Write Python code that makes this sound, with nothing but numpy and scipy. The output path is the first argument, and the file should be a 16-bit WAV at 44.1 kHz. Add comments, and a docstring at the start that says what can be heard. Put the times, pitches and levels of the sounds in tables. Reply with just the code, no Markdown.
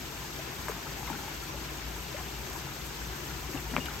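"""A steady rush of water pouring into a carp pond, over a low pump-like drone.
The inflow is a dense wash of tiny ringing bubbles, coloured by hollows between the rocks, with a
hiss of fine spray on top. Close to the microphone, a little to the left, fish at the surface slosh
the water and set single bubbles ringing; near the end one smacks loudly and gulps."""
import sys
import numpy as np
from scipy import signal
from scipy.fft import rfft, irfft
from scipy.io import wavfile

SR = 44100
rng = np.random.default_rng(int(sys.argv[2]) if len(sys.argv) > 2 else 0)


def waveform_to_disk(signal):
    """Save audio, clipped to [-1, 1], as 16-bit WAV at the path in sys.argv[1]."""
    frames = np.transpose(np.atleast_2d(signal))
    scaled = np.clip(frames, -1, 1) * 32767
    samples = np.round(scaled).astype(np.int16)
    wavfile.write(sys.argv[1], SR, samples)


N = 176400
BABBLE_LOW_HZ, BABBLE_HIGH_HZ = 720, 3055  # mid-sized bubbles of the inflow
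BUBBLE_ATTACK_CYCLES = 2.04


def undb(db):
    """Decibels to gain."""
    return 10 ** (np.asarray(db) / 20)


def level(x, db):
    """Set the rms level."""
    return x * undb(db) / np.sqrt(np.mean(x ** 2) + 1e-20)


def pan(db):
    """Left and right gains for a source db louder on the left."""
    return undb(np.array([np.atleast_1d(db), -np.atleast_1d(db)]) / 2)


def over_frequency(table, hz):
    """Read a table on a log-frequency axis."""
    f, value = np.array(table, float).T
    return np.interp(np.log(hz + 1), np.log(f), value)


def over_time(table):
    """Read a table of times and values at every sample."""
    return np.interp(np.arange(N) / SR, *np.array(table).T)


def bins():
    """Frequencies of a whole-length spectrum."""
    return np.arange(N // 2 + 1) * SR / N


def noise_spectrum():
    """Spectrum of white noise."""
    return rfft(rng.standard_normal(N))


def wander(rate):
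    """Smooth random curve with spread 1, changing about rate times a second."""
    return level(irfft(noise_spectrum() * np.exp(-(bins() / rate) ** 2), N), 0)


def add(out, start, sound):
    """Mix a short sound in at a time in seconds."""
    i = int(np.clip(start * SR, 0, N - 1))
    out[..., i:i + sound.shape[-1]] += sound[..., :N - i]


def ring(hz, t60, glide=0, attack_cycles=BUBBLE_ATTACK_CYCLES):
    """A bubble: a sine that swells and dies away, its pitch moving by glide octaves a second."""
    t = np.arange(int(t60 * SR) + 8) / SR
    cycles = np.cumsum(np.minimum(hz * 2 ** (glide * t), SR / 2)) / SR
    attack = 1 - np.exp(-(cycles / attack_cycles) ** 2)
    return np.sin(2 * np.pi * cycles) * attack * np.exp(-np.log(1000) * t / t60)


def drone():
    """Low wavering resonances in the background, left of centre, as of a pump and its outfall."""
    # resonances: f/Hz, width/Hz, level/dB
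    resonances = [(57.2, 6.9, -45.5), (71.6, 69, -49.5), (141.4, 31, -49.5), (319.1, 6.7, -58),
                  (365, 20, -60.5), (872, 15, -68.5)]
    # slow change of the whole hum: t/s, gain/dB
    trend = [(0, -2), (2.9, -1), (3.25, 1), (4, 1)]
    steadiness = 0.17  # 0 = wavers freely, 1 = constant strength
    f, hum = bins(), 0
    for hz, width, db in resonances:
        band = noise_spectrum() / (1 + (2 * (f - hz) / width) ** 2)
        tone = signal.hilbert(irfft(band, N))
        hum = hum + level(tone.real / (abs(tone) + 1e-9) ** steadiness, db)
    return hum * undb(over_time(trend)) * pan(4)


def hollows(spectrum):
    """Narrow resonances between the rocks colour the wash, shifting to and fro as the water moves."""
    f, spacing_hz = bins(), 44.5
    depth_db = 2 * np.clip(f / BABBLE_LOW_HZ - .5, 0, 1) / (1 + (f / BABBLE_HIGH_HZ) ** 2)
    ripples = [np.interp(f / spacing_hz, np.arange(1024), rng.standard_normal(1024)) for _ in range(2)]
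    first, second = (irfft(spectrum * undb(depth_db * ripple), N) for ripple in ripples)
    share = .5 + .5 * np.tanh(2 * wander(rate=0.2))
    return rfft(first * share + second * (1 - share))


def rush():
    """The merged wash of the inflow, to the left: half-octave bands swell together and flicker alone."""
    # spectrum of the wash: f/Hz, relative density/dB
    colour = [(100, -10), (145, -4), (230, -8), (280, -8), (390, -6), (500, -14), (700, -15), (850, -12),
              (1100, -14), (1400, -12), (1850, -14.5), (2400, -14), (3200, -18), (4500, -20), (6500, -21),
              (8000, -25)]
    # its place between the microphones: f/Hz, left minus right/dB
    balance = [(60, 3.0), (110, 3.5), (200, 4.5), (380, 6.0), (700, 7.0), (1290, 2.5), (2380, 2.5),
               (4400, 5.0), (8120, 1.0), (15000, 0.0)]
    # likeness of the two channels: f/Hz, correlation/0-1
    likeness = [(100, 0.83), (300, 0.89), (640, 0.21), (1400, 0.27), (3000, 0.26), (5500, 0.014),
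                (7000, 0.036), (9000, 0.028)]
    # slow change of the wash: t/s, relative level/dB
    trend = [(0, -1.5), (.8, 0), (1.8, -0.5), (2.6, -1), (3.3, -0.64), (4, 0)]
    f, low_hz, top_hz = bins(), 81, 7220
    swell_db = .4 * wander(rate=7.5) + over_time(trend)
    alike = np.clip(over_frequency(likeness, f), 0, 1)
    mid = noise_spectrum()
    side = noise_spectrum() * np.sqrt((1 - alike) / (1 + alike))
    passband = 1 / np.sqrt((1 + (low_hz / (f + 1)) ** 8) * (1 + (f / top_hz) ** 28))
    shape = undb(over_frequency(colour, f)) * pan(over_frequency(balance, f)) * passband
    wash = hollows(np.array([mid + side, mid - side]) * shape)
    half_octaves = 2 * np.log2(np.clip(f, 125, 8000) / 125)
    out = 0
    for k in range(13):
        band = irfft(wash * np.maximum(1 - abs(half_octaves - k), 0), N)
        out = out + band * undb(swell_db + 0.99 * wander(rate=28))
    return level(out, -41)


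def spray():
    """Flickering hiss and ticks of the finest drops, reaching the right microphone first."""
    # filter on the bright, continuous hiss; its notch at 10 kHz is not the water's own: f/Hz, gain/dB
    hiss_filter = [(4500, -4), (5800, 4), (6600, 5), (8200, 6.5), (9000, 6.5), (10000, -53), (11000, 5),
                   (11900, 8.5), (14000, 1.5), (15800, 2.5)]
    # bursts of spray and lone drops: t/s, lift above the steady spray/dB, decay/s
    spurts = [(.362, 5, .002), (.615, 3, 0.028), (.6835, 8, 0.024), (.690, 5, .002), (1.067, 8, .002),
              (1.10, 4, 0.0091), (1.773, 7, .002), (2.4995, 10, 0.002), (2.53, 6, 0.043), (3.2485, 7, .002),
              (3.602, 10, 0.0023), (3.8555, 8, 0.0046)]
    f, t = bins(), np.arange(N) / SR
    drops = rng.standard_normal(N) * undb(3.5 * np.minimum(rng.exponential(1, N), 7))
    hiss = rng.standard_normal(N) + level(drops, -14)
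    lift_db = sum(db * (t >= start) * np.exp(-abs(t - start) / decay) for start, db, decay in spurts)
    flicker_db = 0.96 * wander(rate=23)
    right = rfft(hiss * undb(flicker_db + lift_db)) * undb(over_frequency(hiss_filter, f))
    left = right * np.exp(-2j * np.pi * f * .148e-3)  # 0.148 ms later
    return level(irfft(np.array([left, right]), N), -47)


def bubble_swarm(low_hz, high_hz, cycles, spread_db, count):
    """Small bubbles of the inflow ring at random times, pitches and places, mostly left of centre."""
    out = np.zeros((2, N))
    rise_octaves, lag_span_s = 0.25, 0.00077  # rise over a bubble's life; lag between the microphones
    for when, pitch, size, side, lag in rng.random((count, 5)):
        hz = low_hz * (high_hz / low_hz) ** pitch
        strength = undb(-spread_db * np.log(max(size, .01)))
        bubble = strength * ring(hz, t60=cycles / hz, glide=rise_octaves * hz / cycles)
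        left, right = bubble * pan(4 + 10 * (side - .5))
        add(out[0], when * N / SR, left)
        add(out[1], when * N / SR + lag_span_s * (lag - .5), right)
    return out


def slosh(start, length, db, first_hz, last_hz):
    """A fading cluster of short pops whose pitch drifts as the cavity changes."""
    count, scatter_octaves, fade_db, cycles = 28, 0.84, 5, 4.3
    out = np.zeros(N)
    for k, (when, pitch) in enumerate(rng.random((count, 2))):
        age = (k + when) / count
        hz = first_hz * (last_hz / first_hz) ** age * 2 ** (scatter_octaves * (2 * pitch - 1))
        pop = ring(hz, t60=cycles / hz, attack_cycles=0.85)
        add(out, start + age * length, (-1) ** k * undb(-fade_db * age) * pop)
    return out * undb(db) / np.sqrt(np.sum(out ** 2) / (length * SR) + 1e-20)


def single_bubbles():
    """Bubbles set ringing by the fish, from high plinks to low gulps."""
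    # bubbles: t/s, f/Hz, level/dB, ring time/s, glide/(octaves per s)
    bubbles = [(.243, 845, -38, 0.046, 6), (.39, 626, -33.5, 0.063, 6), (.658, 904, -38, 0.027, 5),
               (.6825, 1700, -26, .018, -6), (.6875, 980, -30, 0.011, 0), (.687, 575, -27, 0.039, 0),
               (0.6945, 440, -19, 0.03, -4), (.765, 860, -38, 0.033, 11), (.868, 1270, -32, 0.027, 4),
               (1.005, 836, -35.5, 0.058, 5), (1.027, 870, -33, 0.045, -7), (1.074, 2110, -35, 0.044, -2),
               (1.076, 940, -35, 0.083, 26), (1.0995, 910, -18, .016, -4), (1.101, 290, -16, 0.028, -2),
               (1.113, 857, -34, 0.075, 5.5), (1.129, 1430, -35, 0.055, -7), (1.141, 850, -32, .035, -7),
               (1.151, 1420, -29.5, 0.028, 17), (1.189, 851, -30.5, .03, 1), (1.212, 762, -45, 0.22, 3.5),
               (1.234, 890, -38, .05, 5), (1.277, 853, -32.5, .035, 2), (1.424, 1360, -41.5, 0.14, 0),
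               (1.452, 1870, -47, 0.08, 14.5), (1.537, 505, -36.5, 0.075, 13), (2.143, 533, -30, 0.08, 14),
               (2.559, 890, -30, 0.029, 18), (2.668, 850, -32, 0.034, -1), (3.487, 326, -20, 0.039, 3),
               (3.542, 283, -16, 0.048, -2), (3.574, 2790, -33, 0.027, -2), (3.726, 253, -28.5, 0.13, 1),
               (3.768, 570, -32, 0.023, 0), (3.7795, 560, -16.5, 0.022, 0), (3.778, 258, -16, 0.058, 0.5),
               (3.768, 2340, -33, 0.057, 1.5), (3.802, 2810, -40, 0.25, 0.5), (3.858, 3000, -32, .02, -3),
               (3.8838, 1430, -22, 0.016, 13)]
    out = np.zeros(N)
    for start, hz, db, t60, glide in bubbles:
        add(out, start, undb(db) * ring(hz, t60, glide))
    return out


def smacks():
    """A mouth or fin strikes the surface, which rings for a few milliseconds."""
    # strikes: t/s, level/dB, pitch as a multiple of the modes
    strikes = [(0.6830, -17.5, 0.75), (.6885, -21, .75), (1.1005, -20, 0.74), (1.1545, -24, 0.66),
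               (3.553, -17, .72), (3.7394, -18, 0.67), (3.765, -2.5, 1), (3.7706, -25, 1.3),
               (3.7754, -22, .95), (3.782, -25, 0.9), (3.7856, -27, 1.2)]
    # modes of one smack: f/Hz, relative level/dB, ring time/s
    modes = [(800, -19, 0.0013), (1190, -1.5, 0.0036), (2320, -7, 0.0049)]
    out = np.zeros(N)
    for start, db, pitch in strikes:
        for hz, mode_db, t60 in modes:
            add(out, start, undb(db + mode_db) * ring(hz * pitch, t60, attack_cycles=0.31))
    out = signal.sosfilt(signal.butter(8, 3340, fs=SR, output="sos"), out)
    return signal.sosfilt(signal.butter(2, 354, "high", fs=SR, output="sos"), out)


def fish():
    """Carp smack, slosh and stir up bubbles close to the microphone, a little to the left."""
    # sloshes: t/s, length/s, level/dB, starting f/Hz, final f/Hz
    sloshes = [(0.503, 0.063, -53, 1300, 1700), (.683, 0.014, -37, 1030, 824),
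               (0.697, 0.097, -47, 1750, 1090), (.865, 0.031, -49, 1220, 1100),
               (1.07, 0.027, -50, 1200, 1160), (1.115, 0.055, -51.5, 1320, 1410),
               (1.11, 0.075, -46, 282, 266), (1.398, 0.5, -64, 1620, 1900),
               (2.164, 0.054, -45.5, 1600, 1400), (2.461, 0.19, -52, 1170, 1080),
               (2.61, 0.11, -60, 1500, 1200), (3.483, 0.061, -50.5, 295, 356),
               (3.555, 0.06, -49, 980, 1540), (3.712, 0.045, -41, 217, 272),
               (3.735, 0.02, -44.5, 990, 1410), (3.768, 0.025, -39, 1510, 1310),
               (3.763, 0.039, -38.5, 197, 227), (3.858, 0.011, -44, 3150, 2490),
               (3.894, 0.1, -50, 1330, 1230)]
    return (smacks() + single_bubbles() + sum(slosh(*row) for row in sloshes)) * pan(7)


def scene():
    """At the pond's edge: inflow and drone behind, fish in front."""
    babble = bubble_swarm(BABBLE_LOW_HZ, BABBLE_HIGH_HZ, cycles=68, spread_db=2.5, count=420)
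    fizz = bubble_swarm(low_hz=2582, high_hz=6950, cycles=107, spread_db=-0.5, count=900)
    inflow = rush() + spray() + level(babble, -53.5) + level(fizz, -53.5)
    return inflow + drone() + fish()


def record(dry):
    """The microphone drops the deepest bass and cuts the top."""
    low_hz, top_hz = 40, 15800
    thin = signal.sosfilt(signal.butter(4, low_hz, "high", fs=SR, output="sos"), dry)
    return signal.sosfilt(signal.ellip(10, .1, 80, top_hz, fs=SR, output="sos"), thin)


dry = scene()
out = record(dry)
waveform_to_disk(out)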